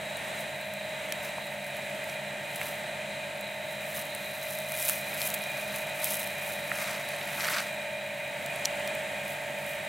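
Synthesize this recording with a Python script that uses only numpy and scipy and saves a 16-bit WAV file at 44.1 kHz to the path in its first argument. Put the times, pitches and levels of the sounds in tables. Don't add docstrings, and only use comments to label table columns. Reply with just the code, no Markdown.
import sys
import numpy as np
from scipy import signal
from scipy.fft import rfft, irfft, next_fast_len
from scipy.io import wavfile
from scipy.ndimage import map_coordinates

SR = 44100
rng = np.random.default_rng(int(sys.argv[2]) if len(sys.argv) > 2 else 0)


def dump(signal):
    limited = np.clip(np.atleast_2d(signal).T, -1, 1)
    pcm = np.round(limited * 32767).astype(np.int16)
    wavfile.write(sys.argv[1], SR, pcm)


N = 435708
TIME = np.arange(N) / SR
TOP_HZ = 15900
CATCH_S, SLIDE_OUT_S = 0.039, 0.02

# time in seconds, gain in dB.
MACHINE_GAIN = [(0, 0.5), (2.5, 0.5), (4.6, 0), (5.2, 1.5), (7, 2), (9, 2.5), (9.88, 2.2)]
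# frequency in Hz, relative density in dB.
STRAW_SPECTRUM = [(1000, -28), (3000, -6), (5500, -9.5), (8000, -4), (10500, -1.5), (13500, 0.5),
                  (15000, -7), (16000, -8)]
# start and length in seconds, relative level in dB.
STROKES = [(1.222, 0.068, -54), (2.62, 0.065, -51.5), (3.94, 0.067, -53), (4.78, .14, -52), (5.2, .12, -52),
           (5.63, 0.15, -49), (6.03, 0.084, -47.5), (6.44, 0.076, -51), (6.76, .2, -44.5),
           (6.84, 0.053, -43.5), (6.997, 0.34, -49.5), (7.417, .18, -37.5), (7.616, 0.078, -49)]


def amp(db):
    return 10 ** (np.asarray(db) / 20)


def unit(x):
    return x / np.sqrt(np.mean(x ** 2) + 1e-20)


def curve(rows):
    return np.interp(TIME, *np.transpose(rows))


def wobble(rate):
    knots = rng.standard_normal(int(N * rate / SR) + 4)
    coarse = map_coordinates(knots, [TIME[::64] * rate])
    return np.interp(TIME, TIME[::64], coarse)


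def gain_at(spectrum, hz):
    knot_hz, db = np.transpose(spectrum)
    return amp(np.interp(np.log(hz + 1), np.log(knot_hz), db))


def filtered(x, response):
    size = next_fast_len(N + SR // 2)
    return irfft(rfft(x, size) * response(np.fft.rfftfreq(size, 1 / SR)), size)[..., :N]


def coloured(x, spectrum):
    return unit(filtered(x, lambda hz: gain_at(spectrum, hz)))


def stereo(mid, side, side_db):
    return mid + amp(side_db) * np.array([side, -side])


def fan_air(air_db, swell_db):
    # frequency in Hz, relative density in dB.
    air_spectrum = [(25, -23), (65, -12), (160, 3), (300, -2), (450, -2), (620, 8.5), (1150, -5),
                    (2000, 3.5), (3400, -3.5), (5200, -17.5), (8000, -9), (10500, -15.5), (14000, -22.5),
                    (16000, -37)]
    # frequency in Hz, side gain in dB.
    air_width = [(30, -12), (120, -53), (320, -8), (620, -15), (1200, 2), (2200, -18), (4500, -8),
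                 (10000, -15.5)]
    mid, side = coloured(rng.standard_normal((2, N)), air_spectrum)
    side = filtered(side, lambda hz: gain_at(air_width, hz))
    return amp(air_db + swell_db * wobble(3.08) + 0.12 * curve(MACHINE_GAIN)) * stereo(mid, side, 0)


def machine_tones(bass_db, panel_db, whine_db, drift_rad, flutter_db):
    # frequency in Hz, relative level in dB.
    panel_tones = [(48.4, -77), (90.8, -68), (96.6, -66), (102.3, -72), (134.6, -61), (144.2, -56),
                   (191.8, -61), (198.5, -64), (201.9, -62), (204.5, -55.5), (568.6, -58), (579.8, -47),
                   (604.3, -52), (609, -58), (628.8, -46), (676, -59), (683, -55), (700.6, -56),
                   (749.6, -60), (887.4, -58), (898.3, -61), (932, -61), (1611, -60), (1818.2, -57),
                   (1867.3, -58), (1924.5, -59), (1973, -59), (2045, -57), (2060.5, -55), (2230, -59),
                   (2417.3, -55), (2454, -58), (3197, -63), (3831.6, -60)]
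    nearness = amp(curve(MACHINE_GAIN))
    out = np.zeros((2, N))
    for hz, db in panel_tones:
        gain = amp(bass_db) if hz < 300 else nearness * amp(panel_db if hz < 1200 else whine_db)
        drift = drift_rad * np.sqrt(hz / 1000) * wobble(2.5)
        phase = 2 * np.pi * hz * TIME + drift + rng.uniform(0, 2 * np.pi)
        tone = np.sqrt(2) * gain * amp(db + flutter_db * wobble(3.025)) * np.sin(phase)
        out += stereo(tone, tone * wobble(.7), -26)
    return out


def machine_ducts(flutter_db):
    resonances = [(2435, 73), (3900, 240)]
    # time in seconds, levels of the lower and the upper resonance in dB.
    duct_levels = [(0, -57, -49), (2.2, -49.5, -51.5), (4.6, -51.5, -49), (5.05, -43, -49),
                   (5.6, -45.5, -49.5), (7.3, -46.5, -50), (8.2, -46, -56), (9.88, -47.5, -64)]
    times, *levels = np.transpose(duct_levels)
    out = np.zeros((2, N))
    for (centre, width), db in zip(resonances, levels):
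        ring = filtered(rng.standard_normal((2, N)), lambda hz: 1 / (1 + 1j * (hz - centre) / width) ** 3)
        out += amp(np.interp(TIME, times, db) + flutter_db * wobble(20)) * stereo(*unit(ring), -28)
    return out


def machine_buzz(buzz_db, uneven_db, slip):
    shaft_rates = [48.35, 51.1, 60.4]
    # frequency in Hz, relative response in dB.
    casing_response = [(400, -52), (520, -4), (640, -9.5), (760, -8.5), (900, 2), (970, -14.5), (1350, -16),
                       (1580, -1.5), (2000, -1), (2500, 0.5), (2850, -6.5), (3500, -14.5), (4000, -11.5),
                       (4400, -19.5), (5500, -31)]
    size = 4096
    orders = np.arange(size // 2 + 1)
    rattle = np.zeros((2, N))
    for hz in shaft_rates:
        unevenness = amp(uneven_db * rng.standard_normal((2, len(orders))))
        strength = gain_at(casing_response, orders * hz) * unevenness
        cycles = irfft(strength * np.exp(2j * np.pi * rng.random(strength.shape)))
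        turn = np.cumsum(hz * (1 + slip * wobble(4))) / SR % 1
        rattle += [np.interp(turn * size, np.arange(size), cycle) for cycle in cycles]
    return amp(buzz_db + curve(MACHINE_GAIN)) * stereo(unit(rattle[0]), unit(rattle[1]), -14)


def fractures(rate, spread_db):
    size = amp(spread_db * np.clip(rng.standard_normal(N), -2, 2))
    return unit((rng.random(N) < rate / SR) * size * rng.standard_normal(N))


def crackle(rate, spread_db, decay_s, spectrum, side_db):
    t = np.arange(SR // 200) / SR
    fibres = []
    for _ in range(8):
        breaks = fractures(rate, spread_db)
        shake = unit(rng.standard_normal(len(t)) * np.exp(-t / decay_s))
        fibres.append(signal.oaconvolve(breaks, shake)[:N])
    side = sum(fibres[::2]) - sum(fibres[1::2])
    return stereo(*coloured(np.array([sum(fibres), side]), spectrum), side_db)


def stroke(start, length, db, attack_s=CATCH_S, release_s=SLIDE_OUT_S):
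    outside = np.maximum(start - TIME, 0) / attack_s + np.maximum(TIME - start - length, 0) / release_s
    return amp(db) * np.exp(-np.minimum(outside, 20))


def drag(drag_db, judder_db, creep_db):
    # start and length in seconds, relative level in dB.
    retreat = (4.45, 3.1, -53.5)
    # frequency in Hz, relative density in dB.
    thatch_spectrum = [(150, -27), (500, -13), (950, -6), (1500, -2), (2300, -2.5), (3200, -8.5),
                       (4600, -9.5), (7000, -14.5), (11000, -16.5), (16000, -25)]
    power = amp(creep_db) ** 2 + stroke(*retreat, attack_s=0.4, release_s=0.4) ** 2
    power += sum(stroke(*row) ** 2 for row in STROKES)
    envelope = np.sqrt(power) * amp(drag_db + judder_db * wobble(130))
    return envelope * crackle(800, spread_db=1.4, decay_s=.00075, spectrum=thatch_spectrum, side_db=-15.5)


def rasp(rasp_db, judder_db):
    # frequency in Hz, relative density in dB.
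    wood_spectrum = [(700, -30), (1100, -8), (1500, -3), (1900, -7), (2800, -22), (5000, -17), (9000, -40)]
    start, length, _ = max(STROKES, key=lambda row: row[2])
    wood = crackle(60, spread_db=2, decay_s=.001, spectrum=wood_spectrum, side_db=-15)
    return stroke(start, length, rasp_db + judder_db * wobble(45)) * wood


def bursts(rows, gain_db, width_oct, body_db, shiver_db=-19, shiver_s=.0065):
    out = np.zeros((2, N + SR))
    t = np.arange(SR // 20) / SR
    hz = np.fft.rfftfreq(len(t), 1 / SR)
    for start, db, centre_hz, rise_s in rows:
        octaves = np.log2((hz + 1) / centre_hz)
        flexing = amp(body_db) * np.exp(-(octaves + 2) ** 2)
        colour = (np.exp(-.5 * (octaves / width_oct) ** 2) + flexing) * (hz < TOP_HZ)
        grain = unit(irfft(colour * np.exp(2j * np.pi * rng.random(len(hz))), len(t)))
        age = t / rise_s
        shiver = amp(shiver_db) * (1 - np.exp(-age)) * np.exp(-t / shiver_s)
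        envelope = age * np.exp(1 - age) + shiver
        burst = grain * envelope * np.linalg.norm(envelope) / np.linalg.norm(grain * envelope)
        pair = stereo(burst, burst * rng.normal(), -20)
        out[:, round(start * SR):][:, :len(t)] += amp(db + gain_db) * pair
    return out[:, :N]


def knocks():
    # start in seconds, crest level in dB, centre frequency in Hz, rise time in seconds.
    impacts = [(1.1233, -28, 2300, .0006), (1.3828, -32, 890, 0.00088), (2.6138, -37, 1000, .0007),
               (2.6138, -26, 2300, .00085), (3.9833, -37, 1200, 0.00064), (4.8966, -28, 1800, 0.00063),
               (5.2166, -27, 4100, 0.00054), (6.716, -22.5, 1640, .0012), (7.213, -31, 2400, .0008),
               (7.4069, -28, 4200, .0005), (7.537, -34, 4500, 0.0033), (7.5807, -33, 3900, 0.0033),
               (8.6511, -27, 5500, .0006), (8.6552, -24, 5800, 0.00054), (8.8756, -35, 4300, .0007)]
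    return bursts(impacts, gain_db=0, width_oct=0.38, body_db=-14)


def clacks(clack_db, attack_s):
    # start in seconds, relative level in dB.
    strikes = [(1.1229, -22), (2.0966, -31), (5.3024, -26), (5.438, -30), (7.4458, -23), (8.4618, -35),
               (8.6552, -13)]
    # frequency in Hz, relative level in dB, time to fall 60 dB in seconds.
    stick_modes = [(2900, -7, 0.01), (3200, -3, 0.0084), (4280, -4.5, 0.0088), (5760, 1, 0.007),
                   (6070, -11, .008), (6970, -9.5, 0.017), (9700, -11, 0.0044), (12700, -13, .004)]
    out = np.zeros(N + SR)
    t = np.arange(SR // 30) / SR
    for start, db in strikes:
        ring = np.zeros(len(t))
        for hz, mode_db, t60 in stick_modes:
            decay = amp(mode_db + rng.normal() - 60 * t / t60)
            ring += decay * np.sin(2 * np.pi * (hz * t + rng.random()))
        out[round(start * SR):][:len(t)] += amp(db + clack_db) * ring * (1 - np.exp(-t / attack_s))
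    return out[:N]


def stalk_snaps(centre_hz, scatter_oct):
    # start in seconds, relative crest level in dB, rise time in seconds.
    snaps = [(.1703, -32, .0003), (.2825, -39, .0004), (.613, -38, .0004), (.7376, -31, .0003),
             (1.1233, -24.5, 0.00035), (1.47, -38, .0003), (1.644, -37, .0003), (1.667, -37, .0004),
             (1.768, -35, .0004), (2.0418, -37, .0004), (2.557, -33.5, 0.0027), (2.6138, -35, .0005),
             (3.4103, -33, .0004), (4.1496, -26, .0004), (4.5065, -30, .0005), (4.5871, -28, .0004),
             (4.7202, -25, .0004), (4.7734, -27, .0005), (4.851, -22, .0004), (4.8806, -26, 0.0034),
             (4.8893, -13.5, 0.00026), (4.8962, -15.5, .0005), (4.9203, -27, .0006), (5.2166, -22, .0004),
             (5.228, -28, .0004), (5.2617, -32, .0015), (5.273, -26, 0.0014), (5.3024, -27, .0004),
             (5.3396, -24.5, 0.0019), (5.347, -29, .0009), (5.419, -32, 0.00056), (5.438, -32, .0004),
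             (5.7593, -30, .0015), (6.0428, -18.5, 0.001), (6.142, -27, 0.00099), (6.49, -33, 0.00046),
             (7.088, -32, .0005), (7.163, -38, 0.00059), (8.4618, -29.5, .0004), (8.5598, -31, .0004),
             (8.6553, -25, .0006), (8.875, -32, 0.00066), (8.9514, -33, .0004), (9.3205, -37, .0006)]
    rows = [(start, db, centre_hz * 2 ** (scatter_oct * rng.normal()), rise) for start, db, rise in snaps]
    return bursts(rows, gain_db=-2, width_oct=0.45, body_db=-6.5)


def crush_level(load_share, range_db):
    # time of full weight in seconds, level in dB, length in seconds.
    steps = [(.41, -47, .12), (1.253, -44, 0.13), (2.12, -47, .12), (2.67, -40, 0.33), (3.97, -34, 0.13),
             (4.53, -41.5, 0.43), (4.82, -33, 0.25), (4.896, -29.5, 0.25), (5.172, -43, .16),
             (5.258, -32, 0.26), (5.614, -45, .2), (5.77, -40.5, .22), (6.05, -29.5, 0.082),
             (6.125, -30, .2), (6.23, -36.5, 0.18), (6.488, -40.5, 0.31), (6.806, -43, 0.6),
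             (7.4, -41, 0.45), (7.51, -36, 0.33), (9.32, -45, .2), (9.71, -46, 0.39)]
    # time in seconds, level in dB.
    fidget = [(0, -60), (1.9, -54.5), (2.35, -65), (3.1, -65), (3.8, -50.5), (4.6, -47.5), (6.3, -51),
              (7.2, -52), (8, -60), (8.6, -55), (9.88, -63)]
    power = amp(curve(fidget)) ** 2
    for peak_s, db, length in steps:
        from_peak = np.maximum((peak_s - TIME) / load_share, (TIME - peak_s) / (1 - load_share)) / length
        power += amp(db - range_db * np.minimum(from_peak, 10)) ** 2
    return 10 * np.log10(power)


def straw_ticks(crush_db, tick_db, follow):
    ticks = crackle(9, spread_db=1, decay_s=.0002, spectrum=STRAW_SPECTRUM, side_db=-18)
    return amp(tick_db + follow * (crush_db + 40)) * ticks


def straw_crush(crush_db, straw_db, clump_db):
    rate = 230 * amp(.6 * (crush_db + 46.5))
    clumps = amp(clump_db * wobble(110))
    fibres = crackle(rate, spread_db=2, decay_s=.0005, spectrum=STRAW_SPECTRUM, side_db=-22)
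    fibres /= np.sqrt(rate / rate.mean())
    return amp(crush_db + straw_db) * clumps * fibres


def scene():
    machine = machine_tones(bass_db=-0.5, panel_db=-0.5, whine_db=0, drift_rad=0.86, flutter_db=1.87)
    machine += machine_ducts(flutter_db=1.5) + machine_buzz(buzz_db=-45, uneven_db=1, slip=0.000709)
    crush_db = crush_level(load_share=0.56, range_db=15.5)
    grass = straw_crush(crush_db, straw_db=-0.8, clump_db=0.95)
    grass += straw_ticks(crush_db, tick_db=-60.5, follow=0.42)
    grass += drag(drag_db=3, judder_db=2, creep_db=-74) + rasp(rasp_db=-40, judder_db=3)
    hits = stalk_snaps(centre_hz=10800, scatter_oct=0.048) + knocks()
    hits += clacks(clack_db=-0.5, attack_s=0.00033)
    return machine * amp([[-.4], [.4]]) + fan_air(air_db=-42, swell_db=1.56) + grass + hits


def record(dry):
    return filtered(dry, lambda hz: hz < TOP_HZ)


dry = scene()
out = record(dry)
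dump(out)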